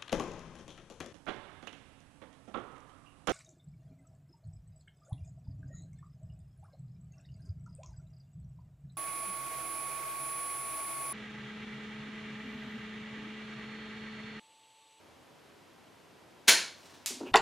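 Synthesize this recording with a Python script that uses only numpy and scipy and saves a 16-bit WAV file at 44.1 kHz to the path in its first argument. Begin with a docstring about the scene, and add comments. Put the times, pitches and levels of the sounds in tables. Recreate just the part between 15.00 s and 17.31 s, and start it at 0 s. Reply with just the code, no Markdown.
"""In a quiet, bare room, pruning cutters snap through a woody branch: decaying noise bursts are the breaking
fibres, and damped sines struck by the last break are the ringing steel. Twigs rustle (sparse random clicks) as
the piece is drawn out, something hard ticks and rebounds (filtered impulses), then come dull footfalls
(floor modes and noise bursts) and a scuff (swelling noise). Faint filtered noise lies under it all."""
import sys
import numpy as np
from scipy import signal
from scipy.fft import rfft, irfft, next_fast_len
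from scipy.io import wavfile

SR = 44100
rng = np.random.default_rng(int(sys.argv[2]) if len(sys.argv) > 2 else 0)


def to_wav(sig):
    """Store sig (one row per channel, or 1-D mono) as 16-bit WAV at the path in sys.argv[1].

    Samples outside -1..1 are clipped; the rate is SR.
    """
    pcm = np.clip(np.atleast_2d(sig), -1, 1) * 32767
    pcm = np.round(pcm).astype(np.int16)
    wavfile.write(sys.argv[1], SR, pcm.T)  # frames by channels


N = 102091
T = np.arange(N) / SR
SIZE = 2 * next_fast_len(3 * N // 4)  # FFT length, padded
BINS_HZ = np.arange(SIZE // 2 + 1) * SR / SIZE


def undb(db):
    """Decibels to amplitude gain."""
    return 10 ** (np.asarray(db) / 20)


def along(points, hz):
    """Read a (Hz, value) table on a log-frequency axis."""
    table_hz, values = np.array(points).T
    return np.interp(np.log(hz + 1), np.log(table_hz), values)


def shade(x, gain):
    """Weight each frequency bin by a gain."""
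    return irfft(rfft(x, SIZE) * gain, SIZE)[..., :N]


def colour(x, points):
    """Minimum-phase filter of unit energy with the given spectrum, falling below its first point."""
    bass_fall = np.minimum((BINS_HZ + 1) / points[0][0], 1) ** 2
    gain = undb(along(points, BINS_HZ)) * bass_fall
    unit_gain = gain / np.sqrt(np.mean(gain ** 2))
    # folding the cepstrum makes the filter causal
    cepstrum = irfft(np.log(unit_gain), SIZE)
    cepstrum[1:SIZE // 2] *= 2
    return shade(x, np.exp(rfft(cepstrum[:SIZE // 2], SIZE)))


def convolve(x, response):
    """Pass a sound through an impulse response."""
    return signal.fftconvolve(x, response)[:N]


def lowpass(x, hz):
    """Steep treble cut."""
    return signal.sosfilt(signal.ellip(12, .1, 100, hz, fs=SR, output="sos"), x)


def highpass(x, hz):
    """Steep bass cut."""
    return signal.sosfilt(signal.butter(4, hz, "high", fs=SR, output="sos"), x)


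def blows(rows):
    """One impulse for each (s, dB) row."""
    out = np.zeros(N)
    for start_s, db in rows:
        out[int(start_s * SR)] += undb(db)
    return out


def bursts(rows, decay_s):
    """Noise after each (s, dB) row, its amplitude falling by 1/e per decay_s."""
    power_hits = blows([(start_s, 2 * db) for start_s, db in rows])
    power = convolve(power_hits, np.exp(-2 * T / decay_s))
    return rng.standard_normal(N) * np.sqrt(np.abs(power) * 2 / (decay_s * SR))


def ring(modes):
    """Sum of exponentially damped sines; successive modes start in opposite directions."""
    out = np.zeros(N)
    for k, (hz, db, t60_s) in enumerate(modes):
        decay = np.exp(-np.log(1000) * T / t60_s)
        out += (-1) ** k * undb(db) * np.sin(2 * np.pi * hz * T) * decay
    return out


def swell(centre_s, sigma_s, db):
    """Gaussian envelope."""
    return undb(db) * np.exp(-.5 * ((T - centre_s) / sigma_s) ** 2)


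# Fibre breaks. Each row: start in seconds, level in dB, splintering decay in seconds.
FIBRE_BREAKS = [(1.4749, -19.5, 0.0049), (1.4777, -15.5, .005), (1.4800, -1.5, 0.0029),
                (1.4832, -0.5, 0.0045), (1.4862, 1, 0.0016), (1.4896, -1.5, 0.0016), (1.493, -0.5, 0.0042)]
# Wood spectrum. Each row: frequency in Hz, relative density in dB per Hz.
WOOD_SPECTRUM = [(40, -45), (130, -25), (280, -11.5), (450, -4.5), (650, -8), (800, -8.5), (1200, -10),
                 (1600, -3.5), (2200, -1.5), (2550, -5), (3300, -4.5), (4200, -5.5), (5400, -4), (7000, -6),
                 (8800, -12.5), (10000, -7.5), (11200, -14), (15000, -21.5)]
# Steel modes of the cutters. Each row: frequency in Hz, relative level in dB, 60 dB decay in seconds.
CUTTER_MODES = [(663, -3, .24), (1494, -3, .22), (1536, -2, .22), (1881, -1, .23), (1911, -2, .23),
                (2256, 2.5, .38), (2343, 0, .34), (3138, 1, .26), (3335, 1, .27), (3539, -1, .26),
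                (3946, -1, .26), (4155, -2, .26), (4364, 1, .27), (5265, 3, .3), (6770, -2, .23),
                (9927, 2, .29), (9990, -3, .28)]
SNAP_DB, SNAP_ROOM_DB = 7, 0
RING_DB, RING_ROOM_DB, RING_LOW_HZ = -31, -13, 295


def snap():
    """Fibres splinter one after another, each with its own echoes; the last break rings the cutters."""
    cracks = np.zeros((2, N))
    for start_s, db, decay_s in FIBRE_BREAKS:
        cracks += room(bursts([(start_s, db)], decay_s), SNAP_ROOM_DB)
    last_break = blows([FIBRE_BREAKS[-1][:2]])
    steel = highpass(convolve(last_break, ring(CUTTER_MODES)), RING_LOW_HZ)
    return undb(SNAP_DB) * colour(cracks, WOOD_SPECTRUM) + room(undb(RING_DB) * steel, RING_ROOM_DB)


# Twig brushes. Each row: centre in seconds, Gaussian sigma in seconds, level in dB.
RUSTLES = [(1.804, 0.027, -65), (1.858, 0.006, -60), (1.901, .01, -64), (1.942, 0.0082, -65.5),
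           (2.002, 0.034, -72)]
# Twig spectrum. Each row: frequency in Hz, relative density in dB per Hz.
TWIG_SPECTRUM = [(300, -3), (1000, 4.5), (2500, 0), (5500, -1), (9000, -8), (15000, -16)]
CLICKS_PER_S, CLICK_SPREAD_DB, TWIG_ROOM_DB = 940, 2, 5.5


def twigs():
    """Tiny uneven clicks as twigs slide past each other."""
    is_click = rng.random(N) < CLICKS_PER_S / SR
    strength = rng.standard_normal(N) * undb(CLICK_SPREAD_DB * rng.standard_normal(N))
    clicks = is_click * strength
    brushing = sum(swell(*row) for row in RUSTLES)
    return room(colour(clicks / clicks.std() * brushing, TWIG_SPECTRUM), TWIG_ROOM_DB)


# Hard contact and rebounds. Each row: start in seconds, relative level in dB.
TICK_CONTACTS = [(2.0608, 0), (2.0640, -12.5), (2.0655, -13.5)]
# Tick spectrum. Each row: frequency in Hz, relative density in dB per Hz.
TICK_SPECTRUM = [(290, -77), (500, -37), (676, -18.5), (1120, -9.5), (1470, -12.5), (2100, -5.5), (6830, 1),
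                 (14000, -9.5), (15500, -22)]
TICK_DB, TICK_ROOM_DB = -7.5, 4


def tick():
    """A small hard contact that rebounds twice, as filtered impulses."""
    return room(undb(TICK_DB) * colour(blows(TICK_CONTACTS), TICK_SPECTRUM), TICK_ROOM_DB)


# Heel and sole contacts. Each row: start in seconds, relative level in dB.
STEPS = [(2.1045, -9), (2.121, -13), (2.204, -9), (2.210, -1), (2.232, -4), (2.265, -7)]
# Floor modes. Each row: frequency in Hz, relative level in dB, 60 dB decay in seconds.
FLOOR_MODES = [(256, -1, 0.087), (333, 0.5, 0.038), (383, 1, 0.043), (527, -8.5, 0.027), (695, -8, 0.023),
               (965, -18, 0.035)]
# Sole spectrum. Each row: frequency in Hz, relative density in dB per Hz.
SOLE_SPECTRUM = [(220, -2), (300, 6), (600, -3), (1300, -9.5), (1800, -23), (6000, -47)]
# Shoe scuff. Single row: centre in seconds, Gaussian sigma in seconds, level in dB.
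SCUFF = (2.276, 0.012, -48.5)
# Scuff spectrum. Each row: frequency in Hz, relative density in dB per Hz.
SCUFF_SPECTRUM = [(1000, -0.5), (2100, -14), (2550, 4), (2950, -1), (3700, -17), (9000, -31)]
KNOCK_DB, KNOCK_ROOM_DB, FLOOR_LOW_HZ = -29, -2.5, 180
SOLE_DB, SOLE_DECAY_S, SOLE_GIVE_S, SHOE_ROOM_DB = -14, 0.0053, 0.0023, -4


def footsteps():
    """Soft shoes knock damped floor modes, and one scuffs; the sole's give softens the onset."""
    onset = (1 - np.exp(-T / SOLE_GIVE_S)) ** 2
    floor = ring(FLOOR_MODES) * onset
    knock = undb(KNOCK_DB) * highpass(convolve(blows(STEPS), floor), FLOOR_LOW_HZ)
    sole = undb(SOLE_DB) * colour(bursts(STEPS, SOLE_DECAY_S), SOLE_SPECTRUM)
    scuff = swell(*SCUFF) * colour(rng.standard_normal(N), SCUFF_SPECTRUM)
    return room(knock, KNOCK_ROOM_DB) + room(sole + scuff, SHOE_ROOM_DB)


# Room noise spectrum. Each row: frequency in Hz, relative density in dB per Hz.
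AIR_SPECTRUM = [(15, -56), (25, -26), (64, -15.5), (86, -2), (118, -3.5), (357, -1), (503, -3), (604, -3.5),
                (897, -6), (971, -4), (1140, -8.5), (2500, -12.5), (3170, -13), (3430, -15), (13500, -29)]
# Room noise width. Each row: frequency in Hz, side gain in dB.
AIR_WIDTH = [(60, -12.5), (250, -3), (700, -5.5), (2400, -8.5), (12000, -11)]
AIR_DB, AIR_TOP_HZ = -59, 13700


def air():
    """Steady, faint room noise: independent mid and side noises."""
    mid = colour(rng.standard_normal(N), AIR_SPECTRUM)
    side = colour(rng.standard_normal(N), AIR_SPECTRUM)
    side = shade(side, undb(along(AIR_WIDTH, BINS_HZ)))
    return undb(AIR_DB) * lowpass(np.array([mid + side, mid - side]), AIR_TOP_HZ)


# Room decay. Each row: frequency in Hz, 60 dB decay in seconds.
ROOM_T60 = [(150, 0.5), (500, 0.38), (1200, 0.44), (2500, 0.38), (5000, 0.46), (9000, 0.32), (15000, 0.16)]
ROOM_BUILD_S = 0.0013


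def tail():
    """Diffuse room response of unit energy; each octave dies at its own rate."""
    t = T[:2 ** 15]
    noise = rfft(rng.standard_normal(len(t)))
    bins_hz = np.arange(len(noise)) * SR / len(t)
    octave = np.log2(np.clip(bins_hz, 125, 16000) / 125)
    out = np.zeros(len(t))
    for k in range(8):
        t60_s = along(ROOM_T60, 125 * 2 ** k)
        band = irfft(noise * np.maximum(1 - np.abs(octave - k), 0))
        out += band * np.exp(-np.log(1000) * t / t60_s)
    out *= 1 - np.exp(-t / ROOM_BUILD_S)
    return out / np.sqrt(np.sum(out ** 2))


# Reverberation width. Each row: frequency in Hz, side gain in dB.
ROOM_WIDTH = [(100, -34), (400, -39), (1300, -51), (2400, -21.5), (4400, -16.5), (8000, -10), (12500, -9)]


def room(x, wet_db):
    """Centred direct sound and reverberation, widened by a second tail of opposite sign per channel."""
    mid = x + undb(wet_db) * convolve(x, tail())
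    side = undb(wet_db) * shade(convolve(x, tail()), undb(along(ROOM_WIDTH, BINS_HZ)))
    return np.array([mid + side, mid - side])


def scene():
    """All sounds in the room."""
    return snap() + twigs() + tick() + footsteps() + air()


TOP_HZ = 15800


def record(dry):
    """Steep treble cut above TOP_HZ."""
    return lowpass(dry, TOP_HZ)


dry = scene()
out = record(dry)
to_wav(out)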